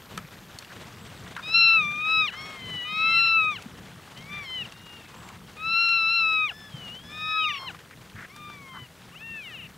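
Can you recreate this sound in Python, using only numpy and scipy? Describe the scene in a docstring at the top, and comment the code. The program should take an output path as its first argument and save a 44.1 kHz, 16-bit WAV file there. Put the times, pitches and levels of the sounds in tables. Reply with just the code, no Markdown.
"""Dry grassland, an elk herd trotting by on the left of a camera. Cows and calves mew: stacked overtones
sweep through fixed throat resonances and sag in pitch at the end. Hooves snap stalks (noise and a ringing knock),
scuff (bursts of grit) and thud (short low tones); the trot is a noise rumble with a crackling grass rustle.
A small bird whistles far off in gliding sine tones; the camera adds hiss and a thin high whine."""
import sys
import numpy as np
from scipy import signal
from scipy.fft import rfft, irfft, next_fast_len
from scipy.io import wavfile
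from scipy.ndimage import uniform_filter1d, map_coordinates

SR = 44100
rng = np.random.default_rng(int(sys.argv[2]) if len(sys.argv) > 2 else 0)


def store_pcm(level_fs):
    """Save levels as 16-bit WAV."""
    pcm = np.round(np.clip(level_fs, -1, 1) * 32767).astype(np.int16)
    wavfile.write(sys.argv[1], SR, np.atleast_2d(pcm).T)


N = 430857  # length [samples]

# The mews, each a pair. First its ending:
# (effort as the drop starts [dB], effort as it ends [dB], chest at the start, at the drop, at the end [dB]);
# then its held part: rows of (time [s], pitch [Hz], effort [dB], mouth brightness [dB])
MEWS = [ ((-21, -39, -12.5, -1.5, 6), [(1.421, 1213, -37.5, 10), (1.538, 1333, -30, 5.5),
        (1.546, 1363, -19, 2), (1.65, 1351, -19, 2), (1.76, 1332, -16.5, -17), (1.845, 1175, -17, -26),
        (1.97, 1207, -24, -29), (2.11, 1297, -20, -6.5), (2.2, 1284, -17, -4)]), ((-36, -37, -4, -5, 7),
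        [(2.301, 944, -45, -20), (2.389, 1083, -30, -5), (2.454, 1101, -34.5, 4), (2.56, 1075, -29, -30),
        (2.615, 1028, -34, -21), (2.7, 1011, -35, -11), (2.83, 968, -33, -25), (2.979, 1093, -33, 2),
        (3.129, 1052, -27, -20)]), ((-56, -50, 15, 20, 5), [(2.361, 1250, -53, 0), (2.422, 1224, -52, -7),
        (2.502, 1270, -49, -6)]), ((-32, -47, -1, 0.5, 20), [(2.84, 1210, -36.5, -10),
        (2.911, 1246, -28.5, -2), (3.047, 1309, -20, -13.5), (3.205, 1352, -21, -2.5),
        (3.29, 1336, -22.5, -4), (3.372, 1322, -17.5, -25), (3.43, 1264, -18.5, -19),
        (3.49, 1254, -19.5, -29), (3.532, 1177, -26, -9)]), ((-35, -44, -3, -9, 15), [(4.151, 958, -50, -5),
        (4.2, 1055, -42, -16), (4.27, 1119, -42, -18), (4.326, 1194, -31.5, -4), (4.402, 1178, -31, -9),
        (4.48, 1032, -32, -8), (4.56, 1023, -27, -14)]), ((-59, -54, 18, 3, 9), [(4.731, 917, -59, 7),
        (4.835, 954, -61, 10), (4.957, 942, -53, -7)]), ((-19.5, -45.5, 7, -8, 29.5),
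        [(5.561, 1215, -44.5, -12), (5.665, 1323, -26.5, -11), (5.811, 1366, -23, 0),
        (5.93, 1359, -24.5, -3), (6.052, 1315, -22.5, -9.5), (6.156, 1366, -24, -3),
        (6.244, 1307, -20.5, -12), (6.35, 1285, -20, -9.5), (6.45, 1248, -16.5, -27)]),
        ((-25.5, -37.5, -9, -10, -13.5), [(6.501, 1686, -29, -10), (6.579, 1758, -39.5, 1),
        (6.677, 1717, -31, -9), (6.78, 1527, -43.5, 4), (6.9, 1395, -40, -19), (7.05, 1698, -31, -11),
        (7.182, 1780, -35.5, -5), (7.301, 1780, -34.5, 4), (7.377, 1693, -24, -10),
        (7.439, 1490, -30.5, -12)]), ((-34, -40.5, -2, 11.5, 22), [(7.082, 1159, -45, -7),
        (7.13, 1227, -39.5, 2), (7.234, 1256, -29.5, 1), (7.381, 1278, -23, -3), (7.47, 1240, -23.5, 1),
        (7.54, 1149, -29.5, -1), (7.601, 1066, -38, 5), (7.655, 1064, -36.5, -7)]),
        ((-46, -65, 7.5, 5.5, 4), [(8.291, 1002, -43, -6), (8.333, 1190, -49, 9), (8.461, 1203, -39.5, -2),
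        (8.537, 1172, -41, 6), (8.62, 1110, -41, -30), (8.72, 1048, -38.5, -22), (8.78, 1010, -40, -22)]),
        ((-40, -46, 8, -2, -10), [(9.111, 485, -56, -25), (9.175, 740, -45, -20), (9.209, 880, -39, -11),
        (9.243, 916, -38.5, -35), (9.337, 905, -38, -32), (9.39, 871, -35.5, -18)]), ]
# The sag that ends each mew: (start time [s], start pitch [Hz], end time [s], end pitch [Hz])
DROPS = [(2.261, 1211, 2.313, 655), (3.19, 1000, 3.299, 401), (2.55, 1230, 2.618, 1140),
         (3.556, 1060, 3.6, 585), (4.623, 936, 4.669, 634), (5.12, 835, 5.198, 806),
         (6.477, 1160, 6.528, 610), (7.479, 1122, 7.592, 420), (7.677, 1030, 7.716, 640),
         (8.845, 995, 8.88, 855), (9.47, 709, 9.68, 315)]
# Which mews come from the nearest cow: (index in MEWS)
NEAR_COW = (0, 3, 6, 8)
# Resonances of throat and mouth: (frequency [Hz], gain [dB])
THROAT = [(500, -22), (900, -29.5), (1300, -8.5), (1700, -13.5), (2050, -13.5), (2400, -10.5), (2800, 3),
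          (3050, -3), (3350, -16), (3650, -12), (4050, -3), (4400, -19), (4750, -33.5), (5300, -16),
          (5650, -23), (6000, -28), (6500, -54.5), (8000, -60.5)]
# The other callers' throats against hers: (frequency [Hz], added gain [dB])
OTHER_THROATS = [(1250, -0.5), (1450, -22), (1600, -18.5), (1760, 2.5), (2000, 1.5), (3000, -1), (3350, -7),
                 (3700, 3.5), (4050, -12.5), (4500, -1), (5200, 1), (5600, -0.5), (5950, -7), (6400, 2)]
# How much of the mouth brightness an overtone takes: (frequency [Hz], share [0-1])
MOUTH = [(2800, 0.024), (5300, 1), (6000, 0.3)]
# Stereo tilt of the callers: (frequency [Hz], left over right [dB])
HERD_SIDE = [(100, 2), (1290, 5), (2900, 4.5), (3600, 1.5), (8000, 0.7)]
# Stalks snapping under hooves:
# (time [s], level before trim [dB], knock frequency [Hz], crack level before trim [dB])
SNAPS = [(0.176, -16.5, 1310, -16), (0.1867, -28.5, 1270, -20), (0.5868, -26, 4350, -30),
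         (0.6238, -30, 1700, -29), (0.647, -35, 2800, -27), (1.365, -21, 1590, -31),
         (3.6225, -35.5, 2620, -7), (4.0756, -39, 1200, -21), (4.174, -34, 2940, -25),
         (4.722, -33, 2770, -17), (5.2886, -35, 2240, -9), (5.89, -29, 2820, -26), (7.7468, -32, 1210, -30),
         (7.79, -35.5, 1840, -23), (7.9096, -33, 1630, -33), (8.098, -39.5, 2780, -28),
         (8.3621, -37, 1200, -3.5), (8.4994, -33, 1240, -25)]
# Hooves dragged through dirt and stalks:
# (time [s], level before trim [dB], length [s], centre frequency [Hz])
SCUFFS = [(0.694, -46, 0.042, 1690), (1.259, -45, 0.019, 1600), (1.361, -40, 0.05, 1570),
          (2.317, -43.5, 0.05, 1600), (4.288, -46, 0.16, 2150), (5.097, -50.5, 0.28, 1120),
          (7.581, -44.5, 0.09, 1110), (7.903, -50, 0.042, 2180), (8.15, -43, 0.12, 1850),
          (8.73, -42.5, 0.069, 1330)]
# Single hoof thuds: (time [s], level before trim [dB], frequency [Hz])
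THUDS = [(0.236, -36, 151), (2.921, -36.5, 191), (3.036, -38, 230), (3.656, -30, 215), (4.303, -35, 172),
         (6.734, -29.5, 141), (8.137, -36, 110), (8.812, -35.5, 128)]
# The trot of the whole herd: (time [s], ground rumble before trim [dB], grass rustle before trim [dB])
TROT = [(0, -51, -54.5), (1.2, -48, -52.5), (2.5, -49, -52), (3.4, -48, -54.5), (4.3, -50.5, -53.5),
        (4.9, -52, -54.5), (5.3, -47.5, -55), (5.8, -53.5, -57.5), (6.8, -51.5, -54.5), (7.6, -53, -56.5),
        (8.2, -52, -57.5), (9, -53, -58.5), (9.77, -51.5, -57)]
# Colour of the ground rumble: (frequency [Hz], relative density [dB per Hz])
GROUND = [(15, -53.5), (28, -13.5), (100, 0.5), (180, 2.5), (290, -10.5), (500, -13), (700, -49.5)]
# Colour of the grass rustle: (frequency [Hz], relative density [dB per Hz])
GRASS = [(150, -30.5), (250, -3), (740, -3), (1640, -4.5), (2410, -8), (3280, -8), (5250, -16), (8270, -19),
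         (15600, -43.5)]
# Stereo tilt of the hooves and trot: (frequency [Hz], left over right [dB])
FIELD_SIDE = [(30, 0), (200, 2), (600, 1.3), (2400, 2.2), (4400, .6), (9000, .2)]
# Bird whistles:
# (time [s], length [s], first pitch [Hz], turning pitch [Hz], last pitch [Hz], level [dB])
BIRD_WHISTLES = [(.99, .12, 7293, 7900, 8695, -63), (1.12, .1, 7983, 8251, 7094, -64),
                 (5.15, .16, 7291, 7911, 7157, -63), (3.12, .18, 8100, 7900, 7200, -62)]
# Colour of the hiss: (frequency [Hz], relative density [dB per Hz])
HISS = [(300, -5), (2000, 0.5), (6000, 3.5), (10000, 2.5), (15700, 0)]
# Level of the whine: (time [s], level [dB])
WHINE = [(0, -64), (1, -72), (1.9, -77.5), (6.8, -88.5), (7.6, -73), (8.5, -86), (9.2, -86), (9.5, -74)]

GLIDE_S = 0.05  # smoothing of the held pitch [s]
DULLING_DB = -5.5  # change by the end of the near cow's drop, per overtone above the third [dB]
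BIRD_TURN = 0.3  # where a whistle's pitch turns [share of its length]
WHINE_HZ, TOP_HZ = 13264, 15750  # whine pitch and upper band limit [Hz]


def mews():
    """Steady vocal folds: each overtone takes the throat's gain at its own frequency, and the pitch sags last."""
    out = np.zeros(N)
    overtone = np.arange(1, 13)[:, None]
    for index, ((drop_db, end_db, *chest_dbs), held) in enumerate(MEWS):
        drop_s, drop_hz, end_s, end_hz = DROPS[index]
        last_bright_db = held[-1][3]
        ending = [(drop_s, drop_hz, drop_db, last_bright_db), (end_s, end_hz, end_db, last_bright_db)]
        t, edge = span(held + ending)
        pitch, effort_db, bright_db = curves(held + ending, t)
        chest_db = np.interp(t, [t[0], drop_s, end_s], chest_dbs)

        # held notes bend slowly, the drop keeps its quicker fall
        held_share = np.clip((drop_s - t) / GLIDE_S - 1, 0, 1)
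        slow_pitch = uniform_filter1d(pitch, round(GLIDE_S * SR), mode="nearest")
        pitch += held_share * (slow_pitch - pitch)
        pitch = uniform_filter1d(pitch, 800, mode="nearest")
        pitch *= 1 + 0.0015 * wobble(40.3, size=len(t))
        hz = overtone * pitch

        chest_share = np.clip(np.log2(2000 / hz), 0, 1)  # none above 2 kHz, all of it below 1 kHz
        colour_db = chest_db * chest_share + bright_db * along(MOUTH, hz)
        if index in NEAR_COW:
            drop_progress = np.clip((t - drop_s) / (end_s - drop_s), 0, 1)
            colour_db += DULLING_DB * np.maximum(overtone - 3, 0) * drop_progress
        else:
            # from afar each overtone comes and goes
            fading_db = 2.0 * np.array([wobble(7.13, size=len(t)) for _ in overtone])
            colour_db += along(OTHER_THROATS, hz) + fading_db

        # moving air and ground echoes on the way
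        flutter_db = 0.9 * np.array([wobble(25, size=len(t)) for _ in overtone])
        gain = amp(effort_db + flutter_db + along(THROAT, hz) + colour_db) * (hz < 9000)
        start_phase = rng.uniform(0, 2 * np.pi, overtone.shape)
        phase = overtone * np.cumsum(2 * np.pi * pitch / SR) + start_phase
        voice = np.sum(gain * np.sin(phase), axis=0)
        add(out, t[0], np.sqrt(2) * edge * voice)
    return sides(out, HERD_SIDE)


def hooves():
    """Single hoof sounds: stalks snap, dirt is scraped and the ground thuds."""
    out = np.zeros(N)
    t = np.arange(SR // 3) / SR
    snaps(out, t)
    scuffs(out, t)
    thuds(out, t)
    return sides(out, FIELD_SIDE)


def snaps(out, t):
    """A breaking stalk gives a ringing, noisy knock and a brighter crack that dies sooner."""
    attack = 1 - np.exp(-t / 0.00039)
    for s, db, hz, crack_db in SNAPS:
        noise = rng.standard_normal((2, len(t)))
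        body = unit(steep_band(noise[0], hz, width=1.94))
        ring = 1.25 * np.sin(2 * np.pi * hz * t)
        knock = (body + ring) * amp(-60 * t / 0.026)  # down 60 dB in 26 ms
        crack = unit(band(noise[1], 6500, width=1.3)) * amp(crack_db + 7.5 - 60 * t / 0.016)
        add(out, s, amp(db - 6.5) * (knock + crack) * attack)


def scuffs(out, t):
    """A dragged hoof is a swell of uneven grit noise in two overlapping bands."""
    for s, db, length, hz in SCUFFS:
        grit = rng.standard_normal(len(t)) * amp(3.5 * wobble(150, size=len(t)))
        upper = unit(steep_band(grit, hz, width=1.3))
        lower_hz = 0.7 * hz
        lower = unit(steep_band(upper, lower_hz, width=1.7))
        swell = np.sqrt(np.abs(np.sin(np.pi * np.clip(t / length, 0, 1))))
        add(out, s, amp(db - 4.0) * (upper + lower) * swell)


def thuds(out, t):
    """Soft ground answers a hoof with a few cycles of a low tone that swell and die."""
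    for s, db, hz in THUDS:
        u = t * hz / 1.85
        swell = u ** 2 * np.exp(-u ** 2)
        add(out, s, amp(db + 7.0) * swell * np.sin(2 * np.pi * hz * t))


def trot():
    """Many hooves blur into a lumpy noise rumble and a rustle of dry stalks."""
    ground_db, grass_db = curves(TROT, np.arange(N) / SR)
    lumps = rng.standard_normal(N) * amp(2.82 * wobble(14) + 0.57 * wobble(4))
    rustle = rng.standard_normal(N) * amp(1.2 * wobble(9) + 2.33 * wobble(60))
    rustle += 0.39 * unit(crackle(300, spread_db=2.0))
    near = amp(ground_db + 0.5) * unit(filtered(lumps, GROUND))
    near += amp(grass_db + 5) * unit(filtered(rustle, GRASS))

    # the spread-out part, in opposite polarity left and right
    far = rng.standard_normal((2, N))
    wide = amp(ground_db - 23) * unit(filtered(far[0], GROUND))
    wide += amp(grass_db - 21) * unit(filtered(far[1], GRASS))
    return sides(near, FIELD_SIDE) + wide * [[1], [-1]]


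def crackle(rate, spread_db):
    """Dry stalks tick at random, rate a second: short damped rings, a few much bigger than the rest."""
    draw = rng.random((round(rate * N / SR), 4))
    t = np.arange(200) / SR
    hz = 1100 * 6 ** draw[:, 1:2]
    size = amp(-spread_db * np.log(draw[:, 2:3] + 0.012))
    size *= hz / 2000  # higher rings start louder and die sooner
    rings = size * np.exp(-t * hz / 3.9) * np.sin(2 * np.pi * hz * t)
    where = (draw[:, :1] * N).astype(int) + np.arange(len(t))
    return np.bincount(where.ravel(), rings.ravel(), N + len(t))[:N]


def bird():
    """Thin pure whistles at an even level, each gliding to a turning pitch and on to its last."""
    out = np.zeros(N)
    for s, length, first_hz, turn_hz, last_hz, db in BIRD_WHISTLES:
        t, edge = span([(s, first_hz), (s + BIRD_TURN * length, turn_hz), (s + length, last_hz)])
        hz = np.interp(t, [s, s + BIRD_TURN * length, s + length], [first_hz, turn_hz, last_hz])
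        hz = uniform_filter1d(hz, 1500, mode="nearest")
        whistle = np.sin(np.cumsum(2 * np.pi * hz / SR))
        add(out, t[0], np.sqrt(2) * edge * amp(db) * whistle)
    return out


def camera():
    """Even noise hiss, nearly alike on both sides, and a faint high sine whine with a wandering phase."""
    t = np.arange(N) / SR
    whine_db = curves(WHINE, t)[0]
    whine = np.sqrt(2) * amp(whine_db) * np.sin(2 * np.pi * WHINE_HZ * t + 1.2 * wobble(12))
    noise = rng.standard_normal(N) + 0.06 * rng.standard_normal((2, N))
    return amp(-60.5) * unit(filtered(noise, HISS)) + whine


def amp(db):
    """Decibels to linear gain."""
    return 10 ** (np.asarray(db) / 20)


def unit(x):
    """x scaled to an RMS of one."""
    return x / np.sqrt(np.mean(x ** 2) + 1e-20)


def along(points, hz):
    """Reads (frequency [Hz], value) points on a log frequency axis."""
    f, v = np.transpose(points)
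    return np.interp(np.log(hz + 1), np.log(f + 1), v)


def curves(rows, t):
    """The columns after the time, read at times t."""
    s, *cols = np.transpose(rows)
    return [np.interp(t, s, c) for c in cols]


def wobble(rate, size=N):
    """A smooth random curve, rate knots a second."""
    knots = rng.standard_normal(int(size * rate / SR) + 4)
    return map_coordinates(knots, [np.arange(size) * rate / SR])


def span(rows):
    """The times that a table covers, and 13 ms fades for its edges."""
    t = np.arange(rows[0][0], rows[-1][0], 1 / SR)
    return t, np.clip(np.minimum(t - t[0], t[-1] - t) / 0.013, 0, 1)


def add(track, s, sound):
    """Mixes a sound into the track at time s."""
    part = track[round(s * SR):][:len(sound)]
    part += sound[:len(part)]


def filtered(x, points):
    """x coloured by (frequency [Hz], gain [dB]) points."""
    m = next_fast_len(N + 8192)
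    gain = amp(along(points, np.fft.rfftfreq(m, 1 / SR)))
    return irfft(rfft(x, m) * gain, m)[..., :N]


def band(x, hz, width):
    """A broad band-pass around hz, width being the ratio to either edge."""
    edges = [hz / width, min(hz * width, SR / 2.5)]
    return signal.sosfilt(signal.butter(1, edges, "band", fs=SR, output="sos"), x)


def steep_band(x, hz, width):
    """The same band-pass twice, for steeper skirts."""
    return band(band(x, hz, width), hz, width)


def sides(x, points):
    """A mono sound on both channels, tilted by (frequency [Hz], left over right [dB])."""
    half = np.array(points) * [1, 0.5]
    return np.array([filtered(x, half), filtered(x, half * [1, -1])])


def scene():
    """The herd, the bird and the camera's own noise together."""
    return mews() + hooves() + trot() + bird() + camera()


def record(dry):
    """Cuts everything above the band limit by 90 dB."""
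    return filtered(dry, [(TOP_HZ, 0), (TOP_HZ + 30, -90)])


dry = scene()
out = record(dry)
store_pcm(out)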